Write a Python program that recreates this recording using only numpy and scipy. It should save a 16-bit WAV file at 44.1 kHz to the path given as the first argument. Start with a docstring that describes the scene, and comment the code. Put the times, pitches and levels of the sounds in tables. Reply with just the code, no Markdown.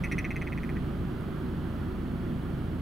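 """Moorland: a grouse on a rock gives one rattling call of thirteen weakening croaks.
Each croak is a few slow raspy pulses that ring throat and beak; the rock echoes it, scrub scatters it.
Underneath, a low steady throb, probably a car idling: wavering sine lines over dull filtered noise.
Soft stereo noise makes the moorland air; one short high ring makes a tiny tick."""
import sys
import numpy as np
from scipy import signal
from scipy.fft import rfft, irfft
from scipy.io import wavfile
from scipy.ndimage import uniform_filter1d

SR = 44100
rng = np.random.default_rng(int(sys.argv[2]) if len(sys.argv) > 2 else 0)


def master(y):
    """Save y as 16-bit WAV."""
    cut = np.clip(np.atleast_2d(y).T, -1, 1)
    pcm = np.round(cut * 32767)  # scale
    wavfile.write(sys.argv[1], SR, pcm.astype(np.int16))


N = 123921  # samples
PULSE_SAMPLES = 700

# Engine lines: multiple of firing rate, level/dB rms before waver and pan
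ENGINE_LINES = [(1, -48), (2, -41), (3, -44), (3.5, -52), (4, -52), (4.5, -51), (5, -44), (5.5, -48),
                (5.75, -48), (6.5, -48), (8, -46), (9, -46), (11, -53), (11.25, -53), (13.35, -55),
                (20, -66), (24, -68)]
# Engine phase between ears: f/Hz, left lead/rad
ENGINE_LEAD_RAD = [(140, -0.38), (320, -0.69)]
FIRING_HZ, SPEED_WAVER, SPEED_WAVER_HZ = 27.68, 0.0014, 2.41
LINE_WAVER_DB, LINE_WAVER_HZ, ENGINE_PAN_DB = 1.72, 4.37, -1

# Engine rumble spectrum: f/Hz, relative density/dB
RUMBLE_SPECTRUM = [(20, -7.5), (42, -32), (58, -5), (100, -6.5), (160, -1.5), (220, -3.5), (275, -6.5),
                   (355, -6), (430, -16.5), (600, -42.5), (1200, -55.5)]
RUMBLE_DB, RUMBLE_COHERENCE_SQ = -35.5, 0.96

# Air spectrum: f/Hz, relative density/dB
AIR_SPECTRUM = [(100, 3), (500, 4.5), (700, 2.5), (900, -1), (1350, 2), (1750, -4.5), (2500, -11),
                (3300, -10), (3700, -17), (4300, -17), (5500, -27), (7500, -32.5), (11000, -27),
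                (15800, -29.5)]
# Air likeness between ears: f/Hz, squared coherence
AIR_COHERENCE_SQ = [(100, .6), (700, .4), (1400, .5), (2300, .25), (3200, .13), (5000, .28), (6200, .75),
                    (7500, .9), (11000, .6), (14000, .36)]
AIR_DB, AIR_FLICKER_DB, AIR_FLICKER_HZ = -45, 0.5, 7.41

# Balance of rumble and air: f/Hz, left minus right/dB
NOISE_BALANCE = [(60, 6), (110, -2), (200, -1.5), (380, -3.5), (700, -6.5), (1290, -5.5), (2380, -4.5),
                 (4400, -2), (8120, 0.0), (15000, 0.0)]

# Croaks: t/s, level/dB, pulse count, pulse spacing/ms, last gap/ms, first pulse/dB,
# throat tuning ratio, slackness 0-1, upper throat/dB, beak/dB
CROAK_TABLE = [(0.0376, -26.5, 9, 3.5, 7.2, -0.5, 0.99, 0.06, -4, 0),
               (0.1144, -26, 8, 3.66, 5.4, 0, 1.0, 0.37, -3.5, -1),
               (0.1819, -25, 7, 4.0, 4.5, -0.5, 0.99, 0.07, -3.5, -2.5),
               (0.2442, -26, 6, 4.1, 6, -0.5, 1.0, 0.15, -6.5, -14),
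               (0.3060, -29, 5, 4.6, 6.2, 1.5, 1.01, 0.16, -6, -5),
               (0.3591, -29, 5, 5.2, 5.8, -1, 1.0, 0.36, -8, -6),
               (0.4148, -28, 4, 5.45, 5.2, -3, 0.99, 0.1, -6, -5),
               (0.4682, -30.2, 4, 5.4, 6.9, -6, 0.99, 0, -9, -10),
               (0.5224, -29.5, 3, 6.2, 6.5, -2.5, 0.98, 0, -13, -13),
               (0.5763, -30, 3, 6.4, 6.2, -3, 0.98, 0.1, -8, -6),
               (0.6333, -33, 3, 6.2, 7.3, 0, 0.97, 0, -7, -2),
               (0.6920, -33.5, 3, 7.4, 6.4, 0.5, 0.95, 0, -8, -1),
               (0.7617, -33, 3, 6.7, 7.2, -8, 0.97, 1, -6, -10)]
# Main throat resonance, sinks and splits as it slackens: f/Hz, tense/dB, slack/dB (both relative)
THROAT_SHAPE = [(496, -52, -64), (1220, -9, -8.5), (1620, -22, -9.5), (1846, -2, 3.5), (2037, 4.5, 10.5),
                (2224, 10.5, -8), (2320, 1.5, -0.5), (2582, 4, 3.5), (2780, -13.5, -20.5), (3570, -25, -25),
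                (4800, -61, -50), (7000, -85, -75), (16000, -88, -83)]
# Upper throat resonances: f/Hz, width/Hz, level/dB re throat before the croak's own offset
UPPER_THROAT = [(4230, 560, -20.5), (5980, 560, -17.5)]
# Open beak resonances: f/Hz, width/Hz, level/dB re throat before the croak's own offset
BEAK_OPEN = [(8500, 600, -31), (9650, 700, -21.5), (11150, 900, -22.5), (12200, 1000, -31),
             (14000, 3000, -31)]
# Beak still opening, first pulse only: f/Hz, width/Hz, level/dB as above
BEAK_FIRST = [(8620, 650, -22), (11000, 2500, -30)]
FIRST_GAP_MIN_MS, SLOWING_SHAPE = 4.95, 5.5  # higher shape: slowing comes later in the croak
HOLD, SLACKENING = 0.24, 2.2  # share of croak at full effort; slackness gain towards its end
FADE_DB, DULLING_DB = 11, 21  # falls approached at croak end: whole pulse, treble
FIRST_SLACK, FIRST_TREBLE_DB = 0.25, -5  # first pulse lower and duller
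SAG = 0.04  # share by which upper resonances drop when fully slack
TIMING_JITTER, TUNING_JITTER, UPPER_JITTER, SIZE_JITTER_DB = 0.015, 0.016, 0.02, 0.7
RASP_DB, RASP_DECAY_S, HISS_DB, HISS_DECAY_S = -15, 0.0012, -28, 0.0022
BIRD_PAN_DB = -0.5

ROCK_DB, ROCK_DELAY_MS = -17, 2.3
SCRUB_BASS_DB, SCRUB_T60_S = -16, 0.17
SCRUB_TREBLE_LIFT_DB, SCRUB_CORNER_HZ = 6, 3780  # twigs scatter treble best

TICK_S, TICK_HZ, TICK_WIDTH_HZ, TICK_DB = 1.2088, 10000, 1800, -49
TOP_HZ, FADE_IN_S = 15900, 0.004


def undb(db):
    """Amplitude gain for a level in dB."""
    return 10 ** (np.asarray(db) / 20)


def level(x, db):
    """Scale to an rms level in dB."""
    return x * undb(db) / np.sqrt(np.mean(x ** 2))


def pan(db):
    """Left and right gains for a left-minus-right level in dB."""
    return undb(np.array([[.5], [-.5]]) * db)


def over_hz(points):
    """Interpolate (Hz, value) points over log frequency at every FFT bin."""
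    hz, value = np.array(points, float).T
    bins_hz = np.arange(N // 2 + 1) * SR / N
    return np.interp(np.log(bins_hz + 1), np.log(hz), value)


def walk(rate_hz):
    """Slow random drift, spread near 1: held random steps smoothed twice."""
    hold = int(SR / rate_hz)
    steps = np.repeat(rng.standard_normal(N // hold + 1), hold)
    smooth = uniform_filter1d(uniform_filter1d(steps, hold), hold)
    return 1.33 * smooth[:N]


def add(out, start_s, sound):
    """Mix a sound into a track at its start time."""
    i = int(start_s * SR)
    out[i:i + len(sound)] += sound[:N - i]


def ring(hz, width_hz):
    """Pulse through a doubled resonance: quick swell and decay, envelope peak 1."""
    t = np.arange(PULSE_SAMPLES) / SR
    age = np.pi * width_hz * t
    return age * np.exp(1 - age) * np.sin(2 * np.pi * hz * t)


def stereo_noise(spectrum, coherence_sq, db):
    """Coloured noise: a shared part plus an opposed part, leaning right in the middle range."""
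    mid, side = rfft(rng.standard_normal((2, N)))
    coherence = np.sqrt(np.clip(coherence_sq, 0, 1))
    ears = mid * np.sqrt(1 + coherence) + np.array([[1], [-1]]) * side * np.sqrt(1 - coherence)
    coloured = ears * undb(over_hz(spectrum)) * pan(over_hz(NOISE_BALANCE))
    return level(irfft(coloured, N), db)


def ear_lead(hz):
    """Engine phase shift in each ear, half the lead either way."""
    return np.array([[.5], [-.5]]) * np.interp(hz, *np.array(ENGINE_LEAD_RAD).T)


def idling():
    """Steady lines on the firing rate over a dull rumble, slightly out of step between ears."""
    cycles = np.cumsum(FIRING_HZ * (1 + SPEED_WAVER * walk(SPEED_WAVER_HZ))) / SR
    lines = np.zeros((2, N))
    for multiple, db in ENGINE_LINES:
        gain = np.sqrt(2) * undb(db + LINE_WAVER_DB * walk(LINE_WAVER_HZ))  # sqrt(2): rms to peak
        phase = 2 * np.pi * (multiple * cycles + rng.random())
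        lines += gain * np.sin(phase + ear_lead(multiple * FIRING_HZ))
    rumble = rfft(stereo_noise(RUMBLE_SPECTRUM, RUMBLE_COHERENCE_SQ, RUMBLE_DB))
    bins_hz = np.arange(N // 2 + 1) * SR / N
    rumble = irfft(rumble * np.exp(1j * ear_lead(bins_hz)), N)
    return lines * pan(ENGINE_PAN_DB) + rumble


def air():
    """Soft rush over the moor: coloured stereo noise with a slight level flicker."""
    rush = stereo_noise(AIR_SPECTRUM, over_hz(AIR_COHERENCE_SQ), AIR_DB)
    return rush * undb(AIR_FLICKER_DB * walk(AIR_FLICKER_HZ))


def throat_knock(spectrum):
    """Minimum-phase pulse of the main throat resonance, from (Hz, dB) points, peak 1."""
    size = 2048
    hz, db = np.array(spectrum, float).T
    gain = undb(np.interp(np.arange(size // 2 + 1) * SR / size, hz, db))
    # Folding the cepstrum onto positive time gives minimum phase
    cepstrum = irfft(np.log(gain))
    cepstrum[1:size // 2] *= 2
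    cepstrum[size // 2 + 1:] = 0
    pulse = irfft(np.exp(rfft(cepstrum)))[:PULSE_SAMPLES]
    return pulse / np.abs(pulse).max()


def throat_pulse(first, late, slack, tuning, upper_db, beak_db, waver, upper_waver):
    """One raspy push rings throat and beak; a puff of hiss escapes with it."""
    age_s = np.arange(PULSE_SAMPLES) / SR
    throat = [(hz * tuning * waver, tense_db + slack * (slack_db - tense_db))
              for hz, tense_db, slack_db in THROAT_SHAPE]
    bright_db = first * FIRST_TREBLE_DB - DULLING_DB * late ** 2
    upper = sum(undb(db + bright_db + upper_db) * ring(hz * (upper_waver - SAG * slack), width_hz)
                for hz, width_hz, db in UPPER_THROAT)
    beak = sum(undb(db + bright_db + beak_db) * ring(hz * waver, width_hz)
               for hz, width_hz, db in (BEAK_FIRST if first else BEAK_OPEN))
    rasp = undb(RASP_DB) * rng.standard_normal(PULSE_SAMPLES) * np.exp(-age_s / RASP_DECAY_S)
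    push = (age_s == 0) + rasp
    treble = signal.fftconvolve(push, upper + beak)[:PULSE_SAMPLES]
    hiss = rng.standard_normal(PULSE_SAMPLES) * np.exp(-age_s / HISS_DECAY_S)
    treble += undb(HISS_DB + bright_db + beak_db) * hiss
    return throat_knock(throat) + treble


def grouse():
    """Pulse trains that hold, then fade, dull and slow as the throat slackens and its tones sink."""
    out = np.zeros(N)
    for (at_s, db, count, spacing_ms, last_gap_ms, first_db,
         tuning, slackness, upper_db, beak_db) in CROAK_TABLE:
        for k in range(count):
            late, first = k / count, k == 0
            spent = max(late - HOLD, 0) / (1 - HOLD)
            chance = rng.standard_normal(4)
            waver = 1 + TUNING_JITTER * chance[0]
            upper_waver = 1 + UPPER_JITTER * chance[3]
            slack = np.clip(slackness + first * FIRST_SLACK + SLACKENING * spent, 0, 1)
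            pulse = throat_pulse(first, late, slack, tuning, upper_db, beak_db, waver, upper_waver)
            size_db = db + first * first_db - FADE_DB * spent + SIZE_JITTER_DB * chance[1]
            add(out, at_s, undb(size_db) * pulse)
            if first:
                gap_ms = max(spacing_ms, FIRST_GAP_MIN_MS)
            else:
                slowing = (k / max(count - 2, 1)) ** SLOWING_SHAPE
                gap_ms = spacing_ms + (last_gap_ms - spacing_ms) * slowing
            at_s += gap_ms * (1 + TIMING_JITTER * chance[2]) / 1000
    return out


def rock(x):
    """Weak close echo off the rock under the bird, filling the gaps between pulses."""
    lag = int(ROCK_DELAY_MS * SR / 1000)
    return undb(ROCK_DB) * np.pad(x, (lag, 0))[:N]


def scrub(x):
    """Bushes and rocks scatter a faint decaying noise tail, different in each ear."""
    t = np.arange(SR // 2) / SR
    tail = rng.standard_normal((2, len(t))) * np.exp(-np.log(1000) * t / SCRUB_T60_S)
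    tail /= np.sqrt(np.sum(tail ** 2, axis=1, keepdims=True))  # unit energy per ear
    hz = np.arange(len(t) // 2 + 1) * SR / len(t)
    lift_db = SCRUB_TREBLE_LIFT_DB * hz ** 4 / (hz ** 4 + SCRUB_CORNER_HZ ** 4)
    tail = irfft(rfft(tail) * undb(lift_db), len(t))
    return undb(SCRUB_BASS_DB) * signal.fftconvolve(x[None], tail, axes=1)[:, :N]


def tick():
    """One tiny high tick: a single short resonance, equal in both ears."""
    out = np.zeros(N)
    add(out, TICK_S, undb(TICK_DB) * ring(TICK_HZ, TICK_WIDTH_HZ))
    return out


def scene():
    """Engine and air throughout; the call with its echo and scatter; the tick."""
    background = idling() + air()
    call = grouse()
    bird = (call + rock(call)) * pan(BIRD_PAN_DB) + scrub(call)
    return background + bird + tick()


def record(dry):
    """Short linear fade-in, then a steep elliptic low-pass."""
    opening = np.minimum(np.arange(N) / SR / FADE_IN_S, 1)
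    low_pass = signal.ellip(10, .2, 80, TOP_HZ, fs=SR, output="sos")  # order, ripple/dB, stop/dB
    return signal.sosfilt(low_pass, dry * opening)


dry = scene()
out = record(dry)
master(out)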